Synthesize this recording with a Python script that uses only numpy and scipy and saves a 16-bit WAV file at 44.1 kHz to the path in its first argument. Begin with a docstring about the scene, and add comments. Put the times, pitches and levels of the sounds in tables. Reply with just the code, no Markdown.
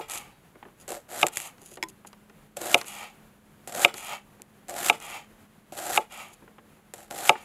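"""Outdoors at a wooden board, a large knife slices an onion close by, over soft air and a far motor.
In each stroke the skin snaps and cells burst, a crunch whose jolts also drive the board into a drone.
The edge then strikes the board, exciting its modes, and is drawn back with a wet, fizzing scrape.
Slices peel off the steel as films of juice break; slices, fingers and blade tap the wood lightly."""
import sys
import numpy as np
from scipy import signal
from scipy.io import wavfile

SR = 44100
rng = np.random.default_rng(int(sys.argv[2]) if len(sys.argv) > 2 else 0)


def file_out(sig):
    """Save sig as 16-bit WAV at sys.argv[1]."""
    # one column per channel
    cols = np.atleast_2d(sig).T
    # limit, then scale
    lim = np.clip(cols, -1, 1)
    pcm = np.round(lim * 32767).astype(np.int16)
    wavfile.write(sys.argv[1], SR, pcm)


N = 328104
TIME = np.arange(N) / SR

# Impacts of the edge on the board, and the grinding that follows each:
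# start_s, blow_db, high_modes_db, spot_mode_db, crack_db, thud_db, grind_db, fizz_db
KNOCKS = [(-0.02, -0.5, 11, -5.5, -8, -7.5, -40.5, -69), (1.2297, -1, -1, -6, -5.5, 2.5, -43.5, -61.5),
          (2.7441, -2, 3.5, -7.5, 7, 2.5, -38.5, -38), (3.8479, -2, 6.5, -7, 4.5, -2, -37, -53.5),
          (4.8982, -2.5, 2.5, -1.5, -0.5, -1, -38, -47), (5.9753, -2.5, -0.5, 0.5, -4, -2.5, -44.5, -55.5),
          (7.2936, 2.5, 0.5, 0, 0.5, 2, -43, -70)]
# Pulls of the blade back along the board:
# start_s, lift_s, scrape_db, swell_db, fizz_db, drying_db, scrape_fall_db_per_s, fizz_fall_db_per_s
PULLS = [(0.106, 0.171, -42.5, 0.5, -38, -2, 125, 300), (1.343, 1.464, -44, 7.5, -39, -1.5, 276, 450),
         (2.88, 3.04, -39.5, 7.5, -51, 10.5, 240, 230), (3.965, 4.136, -34, 16.5, -47, 4.5, 315, 340),
         (5.025, 5.167, -38, 7, -50, 4, 261, 290), (6.125, 6.216, -41.5, 4.5, -50, 0.5, 154, 134),
         (7.38, 7.436, -54.5, -3, -58, -7, 200, 200)]
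# Spectra of bursting cells, the driven board and fizzing juice: frequency_hz, density_db
CRUNCH_SPECTRUM = [(600, -24.5), (1050, -3), (1300, 7), (1900, 3.5), (2400, 0.5), (4000, -1), (5600, -5),
                   (7500, 4.5), (8600, -0.5), (11000, 0), (13000, -1), (15000, -20.5)]
BOARD_SPECTRUM = [(60, -25.5), (160, -9.5), (210, -11.5), (360, -2), (440, -4.5), (580, 0.5), (650, -9),
                  (730, 2.5), (850, -5.5), (1000, -13), (1800, -40)]
JUICE_SPECTRUM = [(1500, -30), (2600, 0.5), (4200, -8), (5500, -12), (6600, 0.5), (7500, 0), (8600, -2.5),
                  (11000, -0.5), (13000, -6), (15000, -26)]


def knocking(spot_hz=870, crack_db=4, scuff_db=9, juice_db=-17, jolt_s=.008):
    """Impact excitation: the edge sets board and blade ringing; the point rings them more thinly."""
    # Modes struck by the edge, and by the point: frequency_hz, level_db, t60_s
    edge_modes = [(162, -40.5, .12), (268.6, -36.5, 0.097), (410, -24.5, .084), (446, -34.5, 0.26),
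                  (497, -30.5, .1), (570, -22, 0.037), (710.7, -12, 0.043), (878, -10.5, 0.084),
                  (1139, -18.5, 0.047), (1282, -16, 0.037), (1640, -27.5, 0.039), (2100, -10.5, 0.013),
                  (2400, -3.5, 0.012), (2656, -9, 0.02), (2848, -6, 0.012), (3720, -9.5, 0.011),
                  (3823, -15, 0.01), (4960, -28, 0.014), (5900, -17.5, 0.0022), (7600, -29.5, 0.0055)]
    point_modes = [(326, -16.5, 0.13), (387, -18, 0.26), (895, -6, 0.07), (1009, -12.5, 0.14),
                   (1530, -8, 0.015), (1875, -3, 0.02), (2230, 6, 0.012), (3420, -7.5, 0.028),
                   (3860, -9.5, 0.014), (5260, 0.5, 0.012), (6670, -8.5, 0.018), (7500, -6.5, 0.012),
                   (11400, -14, .012)]
    # The point flicks the board and bounces: start_s, level_db
    flicks = [(1.8274, -23), (1.836, -29.5)]
    out = np.zeros(N)
    for start, db, high_db, spot_db, crack_extra_db, thud_db, _, _ in KNOCKS:
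        # the mode near spot_hz depends most on where the edge lands
        modes = [(hz, mode_db + spot_db * (abs(hz / spot_hz - 1) < .1), t60)
                 for hz, mode_db, t60 in edge_modes]
        crack = butter(puff(t60=0.015, size=SR // 2), 3800, "high")
        crack = amp(crack_extra_db + crack_db) * butter(crack, 10000, order=3)
        add(out, start, amp(db) * (ring(modes, high_db) + crack))
        # the board jolts on its support; juice fizzes as the slice parts
        add(out, start + jolt_s, amp(thud_db) * colour(puff(t60=0.091, size=8192), BOARD_SPECTRUM))
        add(out, start, amp(juice_db) * colour(puff(t60=.16, size=8192), JUICE_SPECTRUM))
    for start, db in flicks:
        add(out, start, amp(db) * ring(point_modes))
        add(out, start, amp(db + scuff_db) * colour(puff(t60=0.025), CRUNCH_SPECTRUM))
    return butter(out, 180, "high")


def cutting(fibre_db=-9, drone_db=-5, resonance_db=-3, width_hz=160):
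    """Fracture and forced vibration: cells burst and fibres crack, and the loaded board drones."""
    crunch_gain, drone_gain, centre_hz = cut_envelopes()
    cells = bursts(per_s=4600, spread_db=1.5, clump_db=3, clump_hz=140.4)
    fibres = amp(fibre_db) * bursts(per_s=200, spread_db=-1.3, clump_db=2, clump_hz=40)
    crunch = unit(colour(cells + fibres, CRUNCH_SPECTRUM))
    resonance = resonate(rng.standard_normal(N), centre_hz, width_hz)
    resonance = resonate(resonance, centre_hz, width_hz)
    drone = amp(drone_db) * unit(colour(cells + fibres, BOARD_SPECTRUM))
    drone += amp(resonance_db) * unit(resonance)
    return crunch * crunch_gain + drone * drone_gain


def cut_envelopes(bite_s=.0058, skin_db=-8, burst_db=5, unload_db=-4, rise_hz=50):
    """Loading: crunch and drone grow with depth until the last layer bursts and unloads the board."""
    # Passes through the onion: touch_s, sink_s, crunch_db, swell_db, drone_db, skin_drone_db, centre_hz
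    cuts = [(1.088, 1.115, -39.5, 7.5, -40, -9, 675), (2.569, 2.617, -37, 5.5, -36, -9, 650),
            (3.677, 3.752, -35, 8.5, -33.5, -8.5, 720), (4.69, 4.768, -34.5, 5.5, -37, -1.5, 720),
            (5.726, 5.778, -36.5, 6.5, -37, -8.5, 730), (7.106, 7.16, -37, 5.5, -38.5, -2, 735)]
    # The edge stalls in the skin: start_s, length_s, crunch_db, drone_db, centre_hz, fall_db_per_s
    stalls = [(0.882, .08, -44, -41, 583, 379), (6.94, .085, -53, -52, 720, 249)]
    crunch, drone = np.zeros(N), np.zeros(N)
    centre_hz = np.full(N, float(cuts[0][-1]))
    for touch, sink, crunch_db, swell_db, drone_db, skin_drone_db, hz in cuts:
        next_knock = min(row[0] for row in KNOCKS if row[0] > touch)
        stop = next_knock - .004  # the flesh is through just before the knock
        gate = envelope(touch, stop, bite_s, fall_db_per_s=1200.5)
        depth = progress(sink, stop) - .5  # zero halfway down
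        in_skin = 1 - progress(sink - .016, sink)
        last_layer = progress(stop - .054, stop)
        crunch += gate * amp(crunch_db + swell_db * depth + skin_db * in_skin + burst_db * last_layer)
        loading_db = .6 * swell_db * depth + unload_db * last_layer
        drone += gate * amp(drone_db + loading_db + skin_drone_db * in_skin)
        centre_hz = np.where(TIME > touch - bite_s, hz + rise_hz * depth, centre_hz)
    for start, length, crunch_db, drone_db, hz, fall in stalls:
        gate = envelope(start, start + length, bite_s, fall)
        crunch += gate * amp(crunch_db)
        drone += gate * amp(drone_db)
        centre_hz = np.where(gate > .1, hz, centre_hz)
    return crunch, drone, centre_hz


def snapping(crack_trim_db=-0.5, thud_trim_db=-2.5):
    """Brittle fracture: a layer gives way with a click, a fraying burst and a thud in the board."""
    # Breaks of skin and layers: start_s, crack_db, thud_db, t60_s
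    snaps = [(0.0986, -11.5, -32.5, .004), (0.119, -10, -30, 0.0068), (0.136, -9, -27, 0.0074),
             (0.1486, -11, -23, .004), (0.157, -10.5, -27, 0.011), (0.176, -10, -29, 0.0022),
             (0.8796, -18, -18, 0.011), (0.891, -14, -20, .02), (0.905, -13, -8.5, 0.0078),
             (0.919, -10, -4, 0.027), (1.2676, 1, -22, 0.024), (1.2841, -8.5, -26, 0.019),
             (1.3714, 1, -20, 0.016), (1.402, -9.5, -41, .003), (2.5698, -8, -9, 0.023),
             (2.616, -12, -10, .014), (3.675, -13, -14.5, 0.042), (3.724, -15, -20, 0.022),
             (3.982, -12, -26, .011), (4.4196, -17.5, -35.5, .003), (4.684, -20.5, -22, .009),
             (4.696, -12.5, -17.5, 0.019), (4.8855, -3, -10, .006), (5.002, -21, -38, 0.0042),
             (5.723, -23, -13.5, .0063), (6.938, -13, -15, 0.023), (7.1105, -11, -9, .0074),
             (7.188, -13, -13, 0.015)]
    # Spectrum of a break: frequency_hz, density_db
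    snap_spectrum = [(500, -4), (1300, 1), (2600, 2.5), (5000, -5), (6500, 0.5), (7600, 10), (8600, -1),
                     (11000, 1.5), (13500, -8), (16000, -20)]
    cracks, thuds = np.zeros(N), np.zeros(N)
    for start, crack_db, thud_db, t60 in snaps:
        tear = puff(t60)
        tear[0] += 1  # the opening click
        add(cracks, start, amp(crack_db + crack_trim_db) * tear / np.linalg.norm(tear))
        add(thuds, start, amp(thud_db + thud_trim_db) * puff(t60=.022))
    return colour(cracks, snap_spectrum) + colour(thuds, BOARD_SPECTRUM)


def pulling(scrape_db=-2.5, steel_db=-4, fizz_db=-1, pop_db=-7, sag_per_s=0.4, run_out_s=0.15):
    """Sliding friction: wood grain excites the blade while its wet flat fizzes out of the onion."""
    # Resonances of the sliding blade, run_out_s after it lifts: frequency_hz, width_hz, level_db
    blade_modes = [(1190, 130, 4), (1765, 130, -1), (2180, 68, 4.5), (2550, 75, 4), (2940, 57, 2.5),
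                   (4306, 160, -14.5), (6430, 170, -5.5), (7100, 160, -17.5)]
    # Spectrum of steel rubbing on wood: frequency_hz, density_db
    scrape_spectrum = [(150, -23.5), (550, -7), (720, 1), (880, 4), (1020, -6.5), (1250, -7), (1650, -13.5),
                       (2300, -0.5), (3100, -10), (4000, -17), (6000, -22), (12000, -45.5)]
    scrape_gain, fizz_gain = pull_envelopes()
    grain = bursts(per_s=3000, spread_db=1.5, clump_db=1, clump_hz=110)
    juice = bursts(per_s=2500, spread_db=0.5, clump_db=3.5, clump_hz=119)
    juice += amp(pop_db) * bursts(per_s=160, spread_db=1.5, clump_db=0, clump_hz=30)
    # the free length of steel grows, so its resonances sink; the hand makes them waver
    ends = np.array([row[1] for row in PULLS]) + run_out_s
    current_pull = np.minimum(np.searchsorted(ends, TIME), len(ends) - 1)
    tuning = 1 + sag_per_s * (ends[current_pull] - TIME) + .012 * drift(hz=14)
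    steel = sum(amp(db) * resonate(grain, hz * tuning, width) for hz, width, db in blade_modes)
    scrape = amp(scrape_db) * unit(colour(rng.standard_normal(N), scrape_spectrum))
    fizz = amp(fizz_db) * unit(colour(juice, JUICE_SPECTRUM))
    return (scrape + amp(steel_db) * unit(steel)) * scrape_gain + fizz * fizz_gain


def pull_envelopes(grind_delay_s=.031, grind_hold_s=.005, pull_rise_s=.029):
    """Friction follows speed and wetness: the edge grinds on landing; most pulls quicken and run dry."""
    scrape, fizz = np.zeros(N), np.zeros(N)
    for landing, *_, grind_db, fizz_db in KNOCKS:
        start = landing + grind_delay_s
        gate = envelope(start, start + grind_hold_s, rise_s=.0058, fall_db_per_s=299)
        scrape += gate * amp(grind_db)
        fizz += gate * amp(fizz_db)
    for start, lift, scrape_db, swell_db, fizz_db, drying_db, scrape_fall, fizz_fall in PULLS:
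        to_go = 1 - progress(start, lift)
        scrape += envelope(start, lift, pull_rise_s, scrape_fall) * amp(scrape_db - swell_db * to_go)
        fizz += envelope(start, lift, pull_rise_s, fizz_fall) * amp(fizz_db + drying_db * to_go)
    return scrape, fizz


def tapping(tap_db=17, bass_trim_db=6, treble_trim_db=-2):
    """Damping rises with frequency: after a soft contact the bass lingers and the treble dies at once."""
    # Slices, fingers and blade touch the board: start_s, level_db, treble_db, bass_db
    taps = [(0.555, -44, -23, 2.5), (0.627, -31.5, -30, -15), (0.652, -38, -30, 4), (0.684, -45, -24, -2),
            (1.582, -46, -2.5, -19), (1.615, -51, -7, 10.5), (1.717, -43, -6, 3.5), (1.772, -31, -7, -0.5),
            (2.048, -36.5, -18, -10), (2.13, -38, -2, -29), (2.297, -41, -6, -3), (2.814, -28, 5.5, -23),
            (2.844, -34.5, -2, -21), (3.941, -30.5, 7, -6), (4.398, -43.5, -12, 1.5),
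            (6.422, -45, -22.5, 3.5), (6.478, -40.5, -41.5, -2), (6.583, -36, -19, -3),
            (7.355, -26, -25, -17)]
    # Spectrum of the tapped wood: frequency_hz, density_db
    tap_spectrum = [(60, -28), (170, -3), (330, 0), (420, 6.5), (560, -2.5), (700, 1), (1030, 3.5),
                    (1550, -1), (1850, -1), (2100, -3.5), (2450, -4.5), (3600, -2), (12000, -16),
                    (16000, -28.5)]
    out = np.zeros(N)
    for start, db, treble_db, bass_db in taps + grip_shifts():
        wood = butter(puff(t60=0.044), 2670, order=6)
        bass = amp(bass_db + bass_trim_db) * butter(puff(t60=0.17), 700, order=4)
        slap = amp(treble_db + treble_trim_db) * butter(puff(t60=0.016), 2800, "high")
        add(out, start, amp(db + tap_db) * (wood + bass + slap))
    return colour(out, tap_spectrum)


def grip_shifts(per_s=2.5, level_db=-54, spread_db=0.5, treble_db=-17, bass_db=3):
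    """Random arrivals: rows of faint taps as the fingers shift their grip."""
    draws = rng.random((round(per_s * N / SR), 2))
    return [(when * N / SR, level_db + spread_db * (2 * size - 1), treble_db, bass_db)
            for when, size in draws]


def peeling(peel_db=-3.5, tink_db=-7):
    """Film rupture: juice breaks between slice and steel, and each break rings the thin blade."""
    # Slices peel off, louder until they let go: release_s, level_db, build_up_s
    peels = [(0.824, -54, 0.054), (1.666, -50.5, 0.095), (1.756, -47.5, 0.1), (1.888, -41.5, 0.0054),
             (2.075, -49.5, 0.012), (6.335, -50, .02)]
    # High resonances of the free blade: frequency_hz, width_hz, level_db
    tink_modes = [(4950, 120, -6), (6900, 360, -1), (9860, 130, 1), (10400, 130, -1)]
    films = bursts(per_s=1000, spread_db=3.5, clump_db=4, clump_hz=78.4)
    gain = sum(amp(db) * envelope(release, release, build_up, fall_db_per_s=1000)
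               for release, db, build_up in peels)
    tink = sum(amp(db) * resonate(films, np.full(N, hz), width) for hz, width, db in tink_modes)
    return (amp(peel_db) * unit(colour(films, JUICE_SPECTRUM)) + amp(tink_db) * unit(tink)) * gain


def reflections(x, dull_db=-20, bright_db=-28):
    """Early reflection: near surfaces return dull echoes and a thin scatter, with no long tail."""
    # Echoes from near surfaces: delay_s, gain
    echoes = [(.0042, -0.17), (.0082, 0.3)]
    response = np.zeros(SR // 2)
    for delay, gain in echoes:
        add(response, delay, np.array([gain]))
    add(response, .008, amp(dull_db) * puff(t60=0.23, size=16384))
    response = butter(response, 1500, order=4)
    add(response, .003, amp(bright_db) * puff(t60=0.13, size=16384))
    return signal.oaconvolve(x, response)[:N]


def open_air(level_db=-56.5, swell_db=-1.6):
    """Broadband noise: soft air and microphone hiss, fluttering slightly in level."""
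    # Spectrum of air and hiss: frequency_hz, density_db
    air_spectrum = [(15, -2), (35, 15), (52, -2.5), (85, -0.5), (150, 3.5), (200, 1.5), (270, -1.5),
                    (600, -7), (1500, -11), (3000, -17.5), (5400, -26.5), (7200, -22), (8500, -25.5),
                    (10500, -20.5), (15500, -27)]
    gain = amp(level_db + swell_db * drift(hz=6))
    return gain * unit(colour(rng.standard_normal(N), air_spectrum))


def far_motor(pitch_hz=210, waver=.025, level_db=-58.5, peak_s=2.0):
    """Frequency modulation: the hum of a far motor wavers as it comes up and slowly recedes."""
    cycles = np.cumsum(pitch_hz * (1 + waver * drift(hz=6.8))) / SR
    nearness = envelope(peak_s, peak_s, rise_s=.55, fall_db_per_s=0.63)
    return amp(level_db) * nearness * np.sin(2 * np.pi * cycles)


def ring(modes, high_db=0, split_hz=1800, detune=.007, uneven_db=0.67):
    """Modal superposition: damped sines, a little different at each blow, alternating in sign."""
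    t = np.arange(SR // 2) / SR
    hz, db, t60 = np.transpose(modes)[:, :, None]
    shift, share = rng.standard_normal((2, len(modes), 1))
    sign = (-1) ** np.arange(len(modes))[:, None]
    start_db = db + high_db * (hz > split_hz) + uneven_db * share
    decay = amp(start_db - 60 * t / t60)
    return (sign * decay * np.sin(2 * np.pi * hz * (1 + detune * shift) * t)).sum(0)


def resonate(x, hz, width_hz):
    """Driven resonance whose centre follows the curve hz."""
    carrier = np.exp(2j * np.pi * np.cumsum(hz) / SR)
    pole = np.exp(-np.pi * width_hz / SR)
    return 2 * (carrier * signal.lfilter([1 - pole], [1, -pole], x / carrier)).real


def bursts(per_s, spread_db, clump_db, clump_hz):
    """Shot noise: tiny clicks of uneven size that swell in clumps."""
    size = amp(spread_db * np.minimum(rng.exponential(1, N), 4) + clump_db * drift(clump_hz))
    return unit(size * rng.choice([-1, 1], N) * (rng.random(N) < per_s / SR))


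def puff(t60, size=4096):
    """Exponentially decaying noise of unit energy."""
    burst = rng.standard_normal(size) * amp(-60 * np.arange(size) / SR / t60)
    return burst / np.linalg.norm(burst)


def drift(hz):
    """Random fluctuation below hz, of unit rms."""
    return unit(butter(rng.standard_normal(N), hz))


def colour(x, spectrum, size=4096):
    """Minimum-phase filter of unit energy, shaped like the given spectrum."""
    hz, db = np.transpose(spectrum)
    bin_hz = abs(np.fft.fftfreq(size, 1 / SR)) + 1
    log_gain = np.log(amp(np.interp(np.log(bin_hz), np.log(hz), db)))
    response = np.fft.ifft(np.exp(np.conj(signal.hilbert(log_gain)))).real[:size // 2]
    return signal.oaconvolve(x, response / np.linalg.norm(response))[:len(x)]


def butter(x, hz, kind="low", order=2):
    """Maximally flat low-pass or high-pass."""
    return signal.sosfilt(signal.butter(order, hz, kind, fs=SR, output="sos"), x)


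def envelope(start, stop, rise_s, fall_db_per_s):
    """Linear rise until start, hold until stop, then exponential decay."""
    attack = np.clip(1 + (TIME - start) / rise_s, 0, 1)
    return attack * amp(-fall_db_per_s * np.maximum(TIME - stop, 0))


def progress(start, stop):
    """Linear ramp from zero to one between two times."""
    return np.clip((TIME - start) / max(stop - start, 1 / SR), 0, 1)


def amp(db):
    """Decibels to amplitude."""
    return 10 ** (np.asarray(db) / 20)


def unit(x):
    """Normalisation to unit rms."""
    return x / np.sqrt(np.mean(x ** 2) + 1e-20)


def add(mix, start_s, sound):
    """Superposes a sound on the mix at start_s."""
    at = round(start_s * SR)
    sound = sound[max(-at, 0):]
    part = mix[max(at, 0):][:len(sound)]
    part += sound[:len(part)]


def scene():
    """Superposition of the knife work, its reflections and the background, in one channel."""
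    work = cutting() + pulling() + peeling() + snapping() + tapping() + knocking()
    return (work + reflections(work) + open_air() + far_motor())[None]


def record(dry, low_cut_hz=60, band_limit_hz=15700):
    """Overload: the hardest knocks clip; a low cut and a band limit follow."""
    clipped = butter(np.clip(dry, -1, 1), low_cut_hz, "high")
    low_pass = signal.firwin(201, band_limit_hz, window=("kaiser", 8), fs=SR)
    return signal.oaconvolve(clipped, low_pass[None], "same")


dry = scene()
out = record(dry)
file_out(out)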